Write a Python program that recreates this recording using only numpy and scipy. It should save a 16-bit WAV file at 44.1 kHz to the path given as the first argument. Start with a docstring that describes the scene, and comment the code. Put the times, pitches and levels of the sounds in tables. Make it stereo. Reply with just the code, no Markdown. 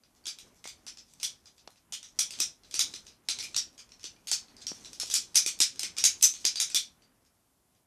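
"""Hands slide and turn the pieces of a plastic interlocking puzzle in a quiet carpeted living room.
It opens with scattered soft knocks over rustle and rattle; the knocks grow strongest just after 6 s, then
thin out into room tone. Each knock is a ring of a few milliseconds shaped by the modes of the plastic;
the room answers after a short gap and dies fast. Two unlike microphone capsules hear it: the right faces
the hands, the left hears the knocks later, weaker and duller, and gets mostly the room."""
import sys
import numpy as np
from scipy import signal
from scipy.fft import rfft, irfft, next_fast_len
from scipy.io import wavfile
from scipy.ndimage import uniform_filter1d

SR = 44100
rng = np.random.default_rng(int(sys.argv[2]) if len(sys.argv) > 2 else 0)


def master_out(mix):
    """Clip the mix to full scale and print it as 16-bit PCM to the path in sys.argv[1]."""
    frames = np.transpose(np.atleast_2d(mix))
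    ceiling = np.clip(frames, -1, 1)
    pcm = np.round(ceiling * 32767).astype(np.int16)
    wavfile.write(sys.argv[1], SR, pcm)


N = 346626   # length in samples
PLACES = 6   # spots where the puzzle is held or turned, each with reflections of its own

# Knocks of piece on piece: start_s [s], level_db [dB, peak before the capsule difference],
# pitch_hz [Hz, struck bar], ring_db [dB, that bar's prominence], treble_db [dB per octave above 5 kHz],
# room_db [dB, energy sent to the room, relative to level_db]
KNOCK_EVENTS = [(0.035, -47, 4250, -5, -22, -9), (0.2395, -49.5, 4640, 14, 8, 0),
                (0.2557, -28.5, 3230, 6, -6, -3), (0.267, -20, 4540, 2, -0.5, -4.5),
                (0.3863, -30, 3340, 6, 0, -8), (0.6413, -33, 2120, 18, -0.5, -2),
                (0.6745, -29.5, 2160, 3, -1, -3), (0.8654, -31.5, 4870, -19, -4.5, 1.5),
                (0.972, -35.5, 5300, 6, -8, -4), (1.1358, -40, 3700, 5, 7, -16),
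                (1.1997, -34, 4780, -9, -3, -3.5), (1.2303, -14.5, 3380, 12, 3, -4.5),
                (1.4572, -39.5, 4830, 6, -3, -4), (1.5656, -58, 3430, 13, 8, 3),
                (1.5805, -47.5, 4200, -7, -14, -3.5), (1.675, -36, 3450, 7, -12, -24),
                (1.7036, -47.5, 4100, 10, 8, -5.5), (1.7583, -52.5, 2410, 4, -9, -2),
                (1.923, -24, 3100, 6, 2.5, 0), (2.0292, -31, 3500, -1, -5, -6),
                (2.1889, -15, 5690, 32, 3, -4), (2.1917, -11, 3340, 9.5, 4.5, -5),
                (2.3068, -25.5, 4800, 2, -0.5, -5.5), (2.337, -31.5, 3160, 4, -7, -5),
                (2.3879, -27.5, 5950, 1, -3, -2), (2.4018, -10.5, 5540, 9.5, 2, -4),
                (2.6346, -42.5, 4070, 6, -10, -6), (2.711, -34.5, 3350, 8, -1, -2),
                (2.7409, -16.5, 5800, 6, -3, -4), (2.7927, -9, 3540, 9, 0.5, -4),
                (2.9383, -26, 5030, -11, -6, -5.5), (2.961, -30.5, 3900, -8, 2, -18),
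                (3.0668, -37, 4550, -6, -5.5, -5.5), (3.1222, -50, 4250, 10, -14, -7),
                (3.2864, -12, 4020, 3, -4, -5), (3.3875, -22, 2960, -5, -6, -3.5),
                (3.4268, -25, 2360, 12.5, -0.5, -2), (3.5445, -21.5, 2580, 5, -9, -8),
                (3.5636, -10.5, 5300, 4, -2, -6), (3.779, -36.5, 6500, -11, -4.5, 0),
                (3.891, -47.5, 5620, 5, -8, -5), (3.919, -38.5, 5500, 7, -12, -8),
                (3.9952, -45, 5440, -2, -3, -0.5), (4.031, -34.5, 5500, 3, -1, -4),
                (4.041, -25, 2830, 9.5, -5, -5.5), (4.163, -48, 2460, 13, -17, -11),
                (4.2714, -25, 3540, 7, 2.5, 0.5), (4.3143, -9.5, 5130, 5, -0.5, -5),
                (4.483, -43, 4520, 4, -18, -7.5), (4.566, -41, 4820, 12, -2, -3),
                (4.6058, -43, 3550, 4, -4, 5), (4.6676, -19, 5500, 7, -3, -5),
                (4.847, -34, 3580, 6, -7.5, -2), (4.8561, -36.5, 5750, 14, -16, -14),
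                (4.931, -33, 4970, 9, 2, -5), (4.9992, -19, 5260, 4, 0.5, -1.5),
                (5.1001, -19.5, 5800, -12, -0.5, -2.5), (5.1394, -7.5, 5250, 5, 2.5, -4),
                (5.345, -24.5, 8740, 10, -2, 7), (5.3563, -3.5, 6500, 11, 1, -3.5),
                (5.462, -11.5, 3920, -0.5, 1.5, -4.5), (5.5889, -28.5, 3560, 10, 8, -7.5),
                (5.6029, -5, 5370, -5, -0.5, -3.5), (5.758, -37.5, 3550, 8, -7, -5.5),
                (5.7935, -17.5, 6280, 0, 2.5, -5.5), (5.8316, -17.5, 2110, 10.5, -2, -5.5),
                (5.9666, -27.5, 5820, -9, -7, 3.5), (5.9834, -12.5, 5700, 5, -2, -7.5),
                (6.0395, -2.5, 6500, 5, 2.5, -3.5), (6.211, -29, 5000, 2.5, -0.5, -3.5),
                (6.2232, -17.5, 5400, 9, 13, -5), (6.2263, -1.5, 6070, 11, 6.5, -2.5),
                (6.338, -28, 6100, -8, -4, -4), (6.4443, -28, 5850, 2, -28, -3),
                (6.4514, -8.5, 6200, 5.5, -2, -5), (6.557, -20.5, 4600, 9, -6, -2),
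                (6.6006, -10.5, 5880, 1.5, -0.5, -2.5), (6.7005, -27.5, 2500, 4, -2, -4.5),
                (6.7462, -8, 3480, 11.5, 3, -3), (7.021, -51, 4760, 9, -1, -3),
                (7.2492, -56, 5270, 5, -1, -3), (7.7494, -60, 3110, 6, -5.5, -4.5)]


def knocks():
    """Impact excitation: each blow gives direct sound at both capsules and a ring sent out to the room."""
    start_s, level_db, pitch_hz, ring_db, treble_db, room_db = np.transpose(KNOCK_EVENTS)
    chance = rng.standard_normal((len(start_s), 2))
    body_db = np.minimum(2.0 - 0.09 * level_db, 8)   # dB per octave; harder knocks are thinner
    pan_db = -7 + 2.5 * chance[:, 0]   # left minus right, as the hands shade the pieces
    # a second, weak emphasis near 5 kHz, drawn by chance for each knock
    second_hz = 5000 + 600 * chance[:, 1]
    second_db = np.full(len(start_s), -2.5)
    rings = strike([pitch_hz, second_hz], treble_db, body_db, favour_db=[ring_db, second_db], scatter_db=2.)

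    left, right, sent = np.zeros(N), np.zeros(N), np.zeros((PLACES, N))
    add(left, contact(rings) * amp(level_db + pan_db / 2)[:, None], start_s + 0.001)   # further away
    add(right, contact(rings) * amp(level_db - pan_db / 2)[:, None], start_s)
    to_room = rings * amp(level_db + room_db)[:, None]
    for place in range(PLACES):   # the knocks take the places in turn
        add(sent[place], to_room[place::PLACES], start_s[place::PLACES])
    left = signal.lfilter(*signal.butter(1, 9000, fs=SR), left)   # and shaded from the treble
    return np.stack([left, right]), sent


# Modes of a piece: mode_hz [Hz], level_db [dB, before scatter and tilt], t60_s [s, sets the peak width]
PIECE_MODES = [(880, -29, 0.007), (1458, -21.5, 0.0048), (1720, -20.5, 0.012), (2000, -19.5, 0.0056),
               (2443, -8, 0.006), (3190, -7.5, 0.002), (3650, -6, 0.0032), (4130, -1.5, 0.0057),
               (4713, 0, 0.0044), (5360, 2, 0.007), (5560, -3.5, 0.0017), (6065, 1.5, 0.0041),
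               (6393, 3.5, 0.0094), (7100, 1, 0.0022), (8150, -2, 0.002), (8760, -2, 0.006),
               (9674, -6.5, 0.0012), (11600, -14.5, 0.00069), (13180, -12.5, 0.006), (13480, -19.5, 0.0023)]


def strike(pitch_hz, treble_db, body_db, favour_db, scatter_db):
    """Modal superposition: each mode beams its own way, so over all directions the modes add in power.

    The favoured pitches are emphasised; each blow becomes one minimum-phase ring of energy 1."""
    mode_hz, level_db, t60_s = np.transpose(PIECE_MODES)
    f = np.arange(1025) * SR / 2048 + 1   # 1 Hz up keeps clear of zero
    chance = rng.standard_normal((len(body_db), 2, len(mode_hz)))
    held_hz = mode_hz * (1 + 0.034 * chance[:, 0])   # the grip detunes each mode a little
    width_hz = np.log(1000) / (2 * np.pi * t60_s)   # the faster the loss, the broader the peak
    detuning = (f - held_hz[:, :, None]) / width_hz[:, None]
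    peaks = 1 / (1 + detuning ** 2) ** 2
    mode_power = amp(2 * (level_db + scatter_db * chance[:, 1]))
    power = np.einsum("em,emf->ef", mode_power, peaks)   # event, mode, frequency
    for favoured_hz, favoured_db in zip(pitch_hz, favour_db):
        away = (f / favoured_hz[:, None] - 1) / 0.038
        power *= 1 + amp(2 * favoured_db)[:, None] / (1 + away ** 2)

    octaves = np.log2(np.clip(f, 1000, 14000) / 5000)
    tilt_db = np.where(octaves > 0, treble_db[:, None] * octaves, -body_db[:, None] * octaves)
    # folding the cepstrum gives minimum phase: nothing rings before the blow
    cepstrum = irfft(np.log(np.sqrt(power) * amp(tilt_db)))
    cepstrum[:, 1:1024] *= 2
    cepstrum[:, 1025:] = 0
    rings = irfft(np.exp(rfft(cepstrum)))[:, :900]
    return rings / np.sqrt(np.sum(rings ** 2, axis=1, keepdims=True))


def contact(rings):
    """Convolution: rough faces touch at many points within a millisecond, lap and floor throw it back.

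    Stands for one direction; scaled to peak 1."""
    t = np.arange(400) / SR
    touches = (t / 0.00072) * np.exp(-t / 0.00069)
    thrown_back = amp(-7.0) * np.exp(-t / 0.0059)
    grain = rng.standard_normal((len(rings), len(t))) * (touches + thrown_back)
    out = signal.fftconvolve(rings, grain, axes=1)
    return out / np.abs(out).max(axis=1, keepdims=True)


# Dull taps of fingers and pieces on the hollow stack: start_s [s], level_db [dB, before the bass cut and
# capsule difference], pitch_hz [Hz], loss_db [dB per cycle, held to 6-40 in use]
THUD_EVENTS = [(0.269, -49.5, 330, 5.5), (0.867, -45, 900, 13), (0.653, -29, 736, 32), (1.23, -38, 860, 16),
               (1.674, -32, 745, 16), (1.923, -48, 745, 2), (2.401, -40, 334, 0), (2.738, -43.5, 342, 8),
               (2.792, -36, 837, 15), (2.937, -47.5, 353, 4), (3.287, -44.5, 330, 4.5),
               (3.561, -41.5, 304, 18), (4.041, -42, 363, 14), (4.315, -35, 860, 2.5),
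               (4.715, -27.5, 226, 35), (5.031, -31.5, 680, 20), (5.097, -43.5, 1072, 11),
               (5.179, -51.5, 238, 3), (5.352, -42.5, 813, 4.5), (5.46, -32.5, 358, 15),
               (5.602, -35, 308, 4), (5.792, -44.5, 754, 5.5), (5.835, -42.5, 320, 7),
               (5.979, -44, 331.6, 11), (6.037, -39, 764, 10.5), (6.445, -37, 345, 4), (6.743, -43, 346, 6)]


def thuds():
    """Damped oscillation: a sudden low ring, gone in a few cycles."""
    start_s, level_db, pitch_hz, loss_db = np.transpose(THUD_EVENTS)
    t = np.arange(int(.05 * SR)) / SR
    cycles = pitch_hz[:, None] * t
    swing = np.sin(2 * np.pi * cycles + 0.89)
    decay = amp(level_db[:, None] - np.clip(loss_db[:, None], 6, 40) * cycles)
    out = np.zeros(N)
    add(out, decay * swing, start_s + 0.0026)
    return signal.lfilter(*signal.butter(2, 210, "high", fs=SR), out)   # a small body radiates no bass


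# How busy the hands are: time_s [s], rustle_db [dB, skin and cloth, before the capsule difference],
# rattle_db [dB, loose pieces, before the capsule and room gains]
HAND_ACTIVITY = [(0.0, -72.5, -69), (0.44, -62, -58), (0.8, -66.5, -63), (1.16, -64, -50.5),
                 (1.73, -69, -74), (2.1, -65, -59.5), (2.39, -56.5, -43), (2.55, -66, -65),
                 (2.91, -57.5, -42), (3.15, -68.5, -68), (3.48, -59, -44), (3.74, -64.5, -65),
                 (4.6, -63, -56.5), (5.06, -59.5, -42), (5.3, -62.5, -55), (5.87, -60, -56.5),
                 (6.4, -61.5, -43), (6.94, -66, -68), (7.33, -73.5, -78.5), (7.86, -76, -82)]


def hand_levels():
    """Amplitude envelopes: levels of rustle and rattle, read along straight lines in dB."""
    time_s, rustle_db, rattle_db = np.transpose(HAND_ACTIVITY)
    t = np.arange(N) / SR
    return np.interp(t, time_s, rustle_db), np.interp(t, time_s, rattle_db)


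def rattle(level_db, count=500):
    """Random impact process: loose pieces tick against each other all the while, most ticks tiny."""
    chance = rng.random((count, 3))
    flat, pitch_hz = np.zeros(count), 3000 * 1.6 ** chance[:, 0]
    rings = strike([pitch_hz], flat, flat, favour_db=[flat], scatter_db=2.5)
    tick_db = -5. * np.log(chance[:, 1:2] + .02)
    out = np.zeros(N)
    add(out, rings * amp(tick_db), chance[:, 2] * N / SR)
    return amp(level_db) * rms_one(out)


# Rustle spectrum: band_hz [Hz], level_db [dB per Hz, relative]
RUSTLE_SPECTRUM = [(18, -49), (30, -3.5), (43, 0), (177, -3.5), (245, -1.5), (445, -8), (1500, -13),
                   (3000, -19.5), (3900, -45.5), (6600, -120)]


def rustle(level_db):
    """Friction noise: skin and cloth rub as patchy coloured noise, stronger on the left."""
    return amp(level_db) * stereo_noise(RUSTLE_SPECTRUM, patchy_db=1.5) * amp([[1.3], [-1.3]])


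# Reverberation time: band_hz [Hz], t60_s [s]
ROOM_DECAY = [(500, 0.089), (1500, 0.23), (3500, 0.23), (7000, 0.2), (14000, 0.14)]
# Capsule response to diffuse sound: band_hz [Hz], difference_db [dB, left minus right]
CAPSULE_DIFFERENCE = [(300, -3.5), (1300, 6.5), (3000, 4), (6000, 12.5), (9000, -6.5), (14000, 0)]


def room(sent):
    """Reverberation: reflections start after a gap, fill up, then die band by band.

    Each capsule and each place has its own reflections."""
    t, echo = np.arange(int(.4 * SR)) / SR, 0
    walls = rng.standard_normal((2, PLACES, 2, len(t)))
    walls *= np.abs(walls) ** (0.8 * np.exp(-t / 0.071))   # early reflections stand apart, late ones blur
    for hz, noise in bands(walls):
        side_db = at_hz(CAPSULE_DIFFERENCE, hz) / 2 * np.array([[1], [-1]])
        echo = echo + noise * amp(side_db - 60 * t / at_hz(ROOM_DECAY, hz))
    gap_s = 0.0046 + np.array([[0.0018], [0]])   # the left capsule waits longer for the walls
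    fill_s = 0.0058
    echo = echo * (1 - np.exp(-np.clip(t - gap_s, 0, 1) / fill_s))
    echo = amp(19.5) * rms_one(echo) / np.sqrt(len(t))   # mean echo energy 19.5 dB
    size = next_fast_len(N + len(t))
    answer = np.sum(rfft(sent, size)[:, None] * rfft(echo, size), axis=0)   # all places together
    return irfft(answer, size)[:, :N]


# Room tone and capsule hiss: band_hz [Hz], level_db [dB per Hz, relative]
QUIET_SPECTRUM = [(15, -44), (25, -17), (43, -12), (59, -12), (80, -4.5), (102, -13.5), (242, -13.5),
                  (277, -15), (451, -24.5), (714, -14.5), (1700, -28.5), (14000, -20.5), (16000, -35.5)]


def room_tone():
    """Stationary background noise: room tone and capsule hiss, -70.5 dB before the capsule difference."""
    return amp(-70.5) * stereo_noise(QUIET_SPECTRUM, patchy_db=-0.36) * amp([[.7], [-.7]])


# Left-right likeness of noise: band_hz [Hz], correlation [-1 to 1]
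LEFT_RIGHT_LIKENESS = [(60, 0.23), (180, 0.52), (550, 0.23), (1650, 0.1), (4970, 0.02), (15000, 0.03)]


def stereo_noise(spectrum, patchy_db):
    """Interaural-style coherence: coloured noise, partly alike in the bass, unrelated in the treble; rms 1."""
    out, together = 0, drift(6)
    for hz, (mid, side) in bands(rng.standard_normal((2, 2, N))):
        alike = np.clip(at_hz(LEFT_RIGHT_LIKENESS, hz), -1, 1)
        gain = amp(at_hz(spectrum, hz) + patchy_db * (1.1 * together + drift(11)))
        out = out + gain * (np.sqrt(1 + alike) * mid + np.sqrt(1 - alike) * side * [[1], [-1]])
    return rms_one(out)


def drift(rate):
    """Low-pass random process: slow chance with spread 1; a higher rate moves faster."""
    per_s = 40   # random points per second
    points = rng.standard_normal(int(N / SR * per_s) + 2)
    smooth = uniform_filter1d(points, size=max(int(per_s / rate), 1))
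    return np.interp(np.arange(N) / SR * per_s, np.arange(len(points)), rms_one(smooth))


# Edges of the half-octave bands: edge_hz [Hz]
BAND_EDGES = 25 * 2 ** np.arange(0, 9.6, .5)


def bands(white):
    """Filter bank: half-octave bands taken from two noises in turn, with their centres in Hz."""
    for k, (low, high) in enumerate(zip(BAND_EDGES, BAND_EDGES[1:])):
        band = signal.butter(2, [low, high], "band", fs=SR, output="sos")
        yield np.sqrt(low * high), signal.sosfilt(band, white[k % 2])


def amp(db):
    """Logarithmic level: decibels to gain."""
    return 10 ** (np.asarray(db) / 20)


def rms_one(x):
    """Effective value: scale to rms 1."""
    return x / np.sqrt(np.mean(x ** 2) + 1e-20)


def at_hz(points, hz):
    """Logarithmic pitch scale: read a table on a log-frequency axis."""
    points = np.array(points)
    return np.interp(np.log(hz), np.log(points[:, 0]), points[:, 1])


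def add(track, sounds, seconds):
    """Linear superposition: mix one row of sound per event into the track."""
    for sound, s in zip(sounds, seconds):
        i = round(s * SR)
        track[i:i + len(sound)] += sound[:max(N - i, 0)]


def scene():
    """Superposition of direct and reverberant fields: puzzle, hands and room tone."""
    rustle_db, rattle_db = hand_levels()
    direct, sent = knocks()
    ticks, low = rattle(rattle_db), thuds()
    near = direct + ticks * amp([[-22], [-17]]) + low * amp([[1.5], [-1.5]])   # rows: left, right
    sent[0] += amp(-30) * ticks + amp(-26.5) * low
    return near + room(sent) + rustle(rustle_db) + room_tone()


def record(dry):
    """Band limiting and soft saturation: the capsules roll off, peaks are rounded, the top is cut."""
    soft = signal.sosfilt(signal.butter(4, 14300, fs=SR, output="sos"), dry)
    rounded = 1.2 * np.tanh(soft / 1.2)
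    return signal.sosfilt(signal.cheby2(14, 100, 16600, fs=SR, output="sos"), rounded)


dry = scene()
out = record(dry)
master_out(out)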